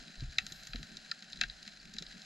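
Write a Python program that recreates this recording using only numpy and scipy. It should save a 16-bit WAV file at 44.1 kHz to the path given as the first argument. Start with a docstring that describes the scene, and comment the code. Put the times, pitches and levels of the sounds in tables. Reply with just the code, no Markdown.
"""Snapping on a stony sea bed

Sharp snaps, most likely shrimp: shocks with an inverted surface echo and scatter, ringing a camera's housing.
Countless far snaps are random pulses and shaped noise: crackle and hiss. Water sways the housing with
low pushes and soft knocks (decaying sines plus dull noise), over a faint burble of swelling noise."""
import sys
import numpy as np
from scipy import signal
from scipy.fft import rfft, irfft
from scipy.io import wavfile
from scipy.ndimage import map_coordinates

SR = 44100
rng = np.random.default_rng(int(sys.argv[2]) if len(sys.argv) > 2 else 0)


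def log_audio(samples):
    """Write samples as a 16-bit WAV file to the path given in sys.argv[1]."""
    # one column per channel
    frames = np.atleast_2d(samples).T
    # limit to full scale, then quantise
    limited = np.clip(frames, -1, 1)
    pcm = np.round(limited * 32767).astype(np.int16)
    wavfile.write(sys.argv[1], SR, pcm)


N = 99225
HZ = np.fft.rfftfreq(2 * N, 1 / SR)
TIME = np.arange(N) / SR


def amp(db):
    """Decibels to gain."""
    return 10 ** (np.asarray(db) / 20)


def unit(x):
    """Scale to rms 1."""
    return x / np.sqrt(np.mean(x ** 2) + 1e-20)


def along(points, hz):
    """Interpolate (Hz, value) points on a log-frequency axis."""
    f, v = np.transpose(points)
    return np.interp(np.log(hz + 1), np.log(f + 1), v)


def level(rows):
    """Interpolate (s, dB) points to a gain per sample."""
    return amp(np.interp(TIME, *np.transpose(rows)))


def wobble(knots_per_s):
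    """A smooth curve through normal random knots."""
    knots = rng.standard_normal(N // 10)
    return map_coordinates(knots, [TIME * knots_per_s], mode="mirror")


def filtered(x, response):
    """Apply a response given on the HZ grid."""
    return irfft(rfft(x, 2 * N) * response)[..., :N]


def causal(gain):
    """The minimum-phase response with this gain, by folding the cepstrum."""
    cepstrum = irfft(np.log(np.maximum(gain, 1e-6)))
    half = len(cepstrum) // 2
    cepstrum[1:half] *= 2
    cepstrum[half + 1:] = 0
    return np.exp(rfft(cepstrum))


# Stereo width of the sea. Each row: frequency in Hz, side against mid in dB.
SEA_WIDTH = [(60, -33), (110, -8.5), (200, -12), (400, -4.5), (1200, -9), (4000, -17.5), (7140, -11),
             (13000, -4.5)]


def stereo(pair, response):
    """Two unrelated signals, coloured, become mid and side, then left and right; mid has rms 1."""
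    width = np.array([np.ones(len(HZ)), amp(along(SEA_WIDTH, HZ))])
    mid, side = filtered(pair, response * width)
    return np.array([mid + side, mid - side]) / np.std(mid)


def noise(colour):
    """Stereo noise with this spectrum."""
    return stereo(rng.standard_normal((2, N)), amp(along(colour, HZ)))


SCATTER_RISE_S = 0.00046


def cloud(t, t60_s):
    """Two unrelated bursts of dense, dying reflections, with mean energy 1."""
    rise = (1 - np.exp(-t / SCATTER_RISE_S)) ** 2
    burst = rng.standard_normal((2, len(t))) * rise * amp(-60 * t / t60_s)
    return unit(burst) / np.sqrt(len(t))


def struck(s, db, t60_s, rise_s):
    """The envelope of something hit at s: exponential decay from db, softened by the rise."""
    t = np.maximum(TIME - s, 0)
    return amp(db - 60 * t / t60_s) * (1 - np.exp(-t / rise_s))


# Housing resonances. Each row: frequency in Hz, gain in dB.
HOUSING = [(200, -23.5), (500, -49), (720, -16), (900, -32.5), (1100, -38), (1300, -12), (1600, -3.5),
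           (1850, -2), (2100, -9), (2400, -7), (2630, -5.5), (2850, -10.5), (3050, -13), (3370, -7),
           (3600, -10.5), (3980, 2.5), (4300, -8), (4600, -7), (4950, -6), (5400, -10), (5800, -15),
           (6250, -7.5), (6550, -13.5), (6900, -6.5), (7400, -13.5), (7900, -29), (8500, -25.5),
           (10300, -37), (11900, -31), (13000, -37.5), (15000, -103)]
# group lag tends to BEND_LAG_S * (BEND_HZ / hz)^2 at high hz and is longest near 530 Hz
BEND_LAG_S, BEND_HZ = 0.0018, 1500


def wall(hz):
    """The housing's resonances, behind a wall that delays low notes more than high ones."""
    lag_cycles = BEND_LAG_S * BEND_HZ ** 2 / np.hypot(hz, BEND_HZ / 2)
    return causal(amp(along(HOUSING, hz))) * np.exp(2j * np.pi * lag_cycles)


CRACKLE_PER_S, CRACKLE_SPREAD_DB, CRACKLE_DB = 200, 4.5, -61
CRACKLE_T60_S = 0.018


def crackle(patches=24, size=1024):
    """Far snaps at random moments from many patches of the bed; each patch's scatter colours its grains."""
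    grains = np.zeros((2, N))
    for _ in range(patches):
        u, loud = rng.random(size), rng.standard_normal(size)
        gaps_s = -np.log(u) * patches / CRACKLE_PER_S
        at = np.cumsum(gaps_s) * SR
        gain = amp(CRACKLE_SPREAD_DB * np.minimum(loud, 1.5))
        heard = at < N
        pulses = np.bincount(at[heard].astype(int), gain[heard], N)
        scatter = cloud(TIME[:size], CRACKLE_T60_S)
        grains += signal.oaconvolve(pulses[None], scatter, axes=1)[:, :N]
    return amp(CRACKLE_DB) * stereo(grains, wall(HZ))


# Hiss spectrum. Each row: frequency in Hz, gain in dB.
HISS_COLOUR = [(260, -24.5), (500, -19), (581, -11.5), (730, -10), (772, -8), (829, -19.5), (1170, -20.5),
               (1380, -8.5), (1590, -3.3), (1850, -7), (2080, -13), (2770, -11.5), (3430, -13), (3740, -11),
               (4070, 0.5), (4430, -8.5), (5180, -7.5), (5570, -16.5), (7090, -15.5), (8170, -24.5),
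               (12000, -36), (13400, -64)]
# Hiss course, before its wobble. Each row: time in seconds, level in dB.
HISS_LEVEL = [(0, -56), (.3, -58), (.55, -55), (.9, -57.5), (1.25, -59.5), (1.5, -57), (1.8, -59.5),
              (2.25, -57.5)]
# Top treble spectrum. Each row: frequency in Hz, gain in dB.
FIZZ_COLOUR = [(7000, -23), (10000, -9), (12200, 5), (13000, -8), (14000, -25)]
# Top treble course, before FIZZ_TRIM_DB. Each row: time in seconds, level in dB.
FIZZ_LEVEL = [(.25, -91), (.38, -76), (.52, -62.5), (.7, -69.5), (.88, -76), (1.15, -92), (2.25, -80)]
FIZZ_TRIM_DB, HISS_WOBBLE_DB = -9, 1.06


def hiss():
    """The farthest snaps merge into wavering noise; the top treble swells and fades."""
    waver = amp(HISS_WOBBLE_DB * wobble(13.76))
    body = level(HISS_LEVEL) * waver * noise(HISS_COLOUR)
    fizz = amp(FIZZ_TRIM_DB) * level(FIZZ_LEVEL) * noise(FIZZ_COLOUR)
    return body + fizz


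# Burble spectrum. Each row: frequency in Hz, gain in dB.
BURBLE_COLOUR = [(70, -36), (110, -19), (150, 0.5), (210, 2), (260, -6), (320, -12), (450, -17.5),
                 (700, -72)]
# Burble swells. Each row: time of the height in seconds, level in dB, half length in seconds.
GURGLES = [(0.025, -59.5, 0.034), (0.09, -57, 0.028), (0.443, -59.5, 0.013), (0.808, -53, 0.031),
           (0.938, -56, 0.053), (1.391, -57, 0.052), (1.44, -57.5, 0.022), (1.879, -60, 0.044),
           (1.956, -54.5, 0.025), (2.024, -51.5, 0.017), (2.158, -57, 0.033)]
# Sway spectrum. Each row: frequency in Hz, gain in dB.
SWAY_COLOUR = [(10, -8.5), (25, -10.5), (38, 2.5), (55, -11), (80, -20), (140, -13.5), (300, -60)]
# Slow sway of the housing. Each row: time in seconds, level in dB.
SWAY_LEVEL = [(0, -55), (.08, -81), (.2, -56), (.35, -64), (.41, -52.5), (.5, -63.5), (.62, -62),
              (.85, -75), (.95, -60), (1.1, -82), (1.25, -82), (1.44, -51), (1.68, -76), (1.88, -63.5),
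              (2.09, -57.5), (2.19, -76)]
BURBLE_DB = -66  # the wavering floor between swells


def water():
    """Moving water sways the housing and burbles, swelling into soft gurgles whose powers add."""
    power = amp(BURBLE_DB + wobble(29.87)) ** 2
    for s, db, half_s in GURGLES:
        swell = amp(db) * np.exp(-((TIME - s) / half_s) ** 2)
        power = power + swell ** 2
    burble = np.sqrt(power) * noise(BURBLE_COLOUR)
    return burble + level(SWAY_LEVEL) * noise(SWAY_COLOUR)


# Near snaps. Each row: start in seconds, levels at 1-3, 3-5.5 and 5.5-9 kHz in dB before SNAP_TRIM_DB,
# delay of the surface echo in seconds.
SNAPS = [(0.0794, -59, -52.5, -74, 0.001), (0.2054, -57.5, -46.5, -63, 0.0015),
         (0.3841, -31, -30.5, -39.5, 0.0011), (0.4653, -52.5, -43, -47, 0.00098),
         (0.5216, -60, -43.5, -47.5, 0.0013), (0.6336, -60, -54, -54, 0.0011),
         (0.6704, -53.5, -47.5, -49, 0.0013), (0.733, -44.5, -41, -84, 0.0012),
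         (0.758, -49, -41, -61, 0.0015), (0.8289, -51.5, -46.5, -55.5, 0.002),
         (0.9691, -62, -43, -54, 0.0014), (1.114, -45.5, -41, -48.5, 0.0022),
         (1.2234, -57, -48, -62, 0.0012), (1.3228, -77, -51.5, -60, 0.0011),
         (1.3304, -54.5, -41.5, -61, 0.001), (1.3717, -69, -50.5, -65, 0.001),
         (1.4121, -30, -27.5, -38.5, 0.001), (1.4357, -35.5, -36, -53, 0.0023),
         (1.498, -55, -40.5, -76, 0.0014), (1.6285, -73, -49, -57, 0.0038), (1.651, -60, -56, -67, 0.0032),
         (1.6767, -49.5, -45, -54.5, 0.00107), (1.938, -77, -49, -53.5, 0.0011),
         (1.9651, -53, -52.5, -59, 0.0017), (1.9845, -50.5, -36, -51, 0.0014),
         (1.9912, -63, -51, -60, 0.002), (2.0233, -52, -42.5, -52, 0.001), (2.065, -61, -47, -68, 0.0021),
         (2.1228, -68, -51.5, -67, 0.0019), (2.218, -68, -48.5, -58.5, 0.0011)]
# Tail spectrum, on top of TAIL_DB. Each row: frequency in Hz, gain in dB.
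TAIL_COLOUR = [(1500, 4.5), (3000, 5.5), (4200, 1), (8000, 1)]
BAND_EDGES_HZ, BAND_BLEND = [1100, 3100, 5600, 9000], 1.18
SNAP_TRIM_DB, ECHO_GAIN = -2, 0.48
SCATTER_DB, SCATTER_S = 7.5, 0.011  # off the stones nearby; level before the fade
TAIL_DB, TAIL_T60_S = -6, 0.1  # between bed and surface
LEVEL_SPAN_S = 0.01  # span over which a band's energy counts as its level


def snaps(size=4096):
    """Each snap is a shock, its inverted surface echo and scatter off the bed, all ringing the housing."""
    out = np.zeros((2, N + size))
    t, hz = np.arange(size) / SR, np.fft.rfftfreq(size, 1 / SR)
    housing, width = wall(hz), causal(amp(along(SEA_WIDTH, hz)))
    tail_gain = amp(TAIL_DB + along(TAIL_COLOUR, hz))
    bands = list(zip(BAND_EDGES_HZ, BAND_EDGES_HZ[1:]))
    for s, *levels_db, delay_s in SNAPS:
        scatter = rfft(cloud(t, SCATTER_S))
        flat = irfft(scatter / abs(scatter))  # the stones favour no pitch
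        even = flat * np.exp(-(t / SCATTER_S) ** 2)
        paths = amp(SCATTER_DB) * rfft(even) + tail_gain * rfft(cloud(t, TAIL_T60_S))
        paths[0] += 1 - ECHO_GAIN * np.exp(-2j * np.pi * hz * delay_s)
        snap = paths * housing
        # tint: steer each band of the mid towards its level
        tint = []
        for (lo, hi), db in zip(bands, levels_db):
            energy = 2 * np.sum(abs(snap[0, (hz > lo) & (hz < hi)]) ** 2) / size
            gain_db = db - 10 * np.log10(energy / (LEVEL_SPAN_S * SR))
            tint += [(lo * BAND_BLEND, gain_db), (hi / BAND_BLEND, gain_db)]
        snap = snap * causal(amp(along(tint, hz)))
        mid, side = irfft(snap[0]), irfft(snap[1] * width)
        out[:, round(s * SR):][:, :size] += [mid + side, mid - side]
    return amp(SNAP_TRIM_DB) * out[:, :N]


# Pushes of water. Each row: time of the height in seconds, frequency in Hz, peak in dB, half length in seconds.
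SURGES = [(0.204, 38, -42, 0.0294), (0.265, 34.2, -38.5, 0.033), (0.274, 61.5, -44.5, 0.046),
          (0.763, 38.6, -39.5, 0.042)]
# Soft knocks. Each row: start in seconds, frequency in Hz, level in dB before the rise, T60 in seconds.
KNOCKS = [(0.221, 129.6, -29, 0.11), (0.22, 339, -54, 0.057), (0.288, 140, -48, 0.15),
          (0.371, 105, -45.5, 0.085), (.517, 157, -44.5, 0.083), (0.516, 343, -48, 0.043),
          (.692, 133, -50, 0.14), (.741, 690, -50, 0.06), (.746, 230, -34, 0.063), (.746, 485, -48, 0.057),
          (0.751, 92, -43.5, 0.16), (0.791, 143.4, -46.5, 0.16), (.79, 275, -48, 0.061),
          (.832, 120, -47.5, 0.077), (1.668, 206, -46, 0.084), (2.01, 235, -45.5, 0.063),
          (2.02, 564, -53, 0.051)]
# Thud spectrum. Each row: frequency in Hz, gain in dB.
THUD_COLOUR = [(40, -9), (90, 0), (200, 0.5), (350, -3), (700, -39), (1200, -23), (2500, -60)]
KNOCK_RISE_S, KNOCK_ROUGH_RAD = 0.0027, 0.62
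THUD_DB, THUD_T60_S = -16, 0.071  # dull contact noise, relative to its knock


def knocks():
    """Pushes of water rock the housing, and it knocks softly: rough-phased sines plus contact noise."""
    out, thud = np.zeros(N), np.zeros(N)
    for s, hz, db, half_s in SURGES:
        push = amp(db) * np.exp(-((TIME - s) / half_s) ** 2)
        out += push * np.sin(2 * np.pi * hz * (TIME - s) + KNOCK_ROUGH_RAD * wobble(40.7))
    for s, hz, db, t60_s in KNOCKS:
        tone = np.sin(2 * np.pi * hz * (TIME - s) + KNOCK_ROUGH_RAD * wobble(110))
        out += struck(s, db, t60_s, KNOCK_RISE_S) * tone
        thud += struck(s, db + THUD_DB, THUD_T60_S, KNOCK_RISE_S)
    return out + thud * noise(THUD_COLOUR)


# Housing modes left ringing. Each row: start in seconds, frequency in Hz, level in dB before the rise,
# T60 in seconds.
RINGS = [(.3855, 1820, -24, 0.019), (.384, 2220, -16.5, .011), (0.385, 2620, -24, 0.031),
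         (.3847, 3950, -2, 0.0081), (1.1155, 1358, -31, 0.031), (1.116, 1786, -27, 0.023),
         (1.114, 4080, -21.5, 0.018), (1.1138, 4510, -14, 0.01), (1.116, 4980, -20.5, 0.014),
         (1.4143, 1600, -28, 0.036), (1.4135, 2640, -27, 0.042), (1.437, 1620, -29.5, 0.03),
         (1.6767, 2660, -40, 0.022), (1.9845, 4980, -29.5, .012), (1.8, 4600, -36, .014)]
RING_RISE_S, RING_LOW_CUT_HZ = 0.0017, 1250


def rings():
    """The housing's modes ring on briefly, mostly at hard snaps, cut steeply below the lowest mode."""
    modes = np.zeros(N)
    for s, hz, db, t60_s in RINGS:
        modes += struck(s, db, t60_s, RING_RISE_S) * np.sin(2 * np.pi * hz * (TIME - s))
    return signal.sosfilt(signal.butter(6, RING_LOW_CUT_HZ, "high", fs=SR, output="sos"), modes)


# Unequal paths through the housing to its two microphones. Each row: frequency in Hz,
# left over right in dB, left lead in radians.
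PORTS = [(150, .5, 0), (302, -2, -0.082), (626, 3, -.9), (1260, -1.5, -1.57), (1660, 9.5, -0.22),
         (1800, 0, 0.75), (2060, -8, 0), (2230, 3.5, -0.55), (2750, 5.5, -1.03), (3100, 0, -1.3),
         (3300, 10, -0.93), (3660, -4, -0.55), (3900, 1, -.1), (4500, 0, -0.38), (5000, -2, 0.0013),
         (6700, -1.5, 0.13), (8900, 3, 0.48)]


def scene():
    """Everything reaches two microphones through the housing, each with its own strength and phase."""
    hz, lean_db, lead_rad = np.transpose(PORTS)
    lean = amp(along(np.c_[hz, lean_db], HZ))
    ratio = lean * np.exp(1j * along(np.c_[hz, lead_rad], HZ))
    ports = np.array([2 * ratio, np.full(len(HZ), 2)]) / (1 + ratio)  # left and right average to 1
    sea = crackle() + hiss() + water() + snaps() + knocks() + rings()
    return filtered(sea, ports)


TOP_HZ = 13700


def record(dry):
    """The camera's band limit: a very steep low-pass at TOP_HZ."""
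    return filtered(dry, 1 / np.sqrt(1 + (HZ / TOP_HZ) ** 60))


dry = scene()
out = record(dry)
log_audio(out)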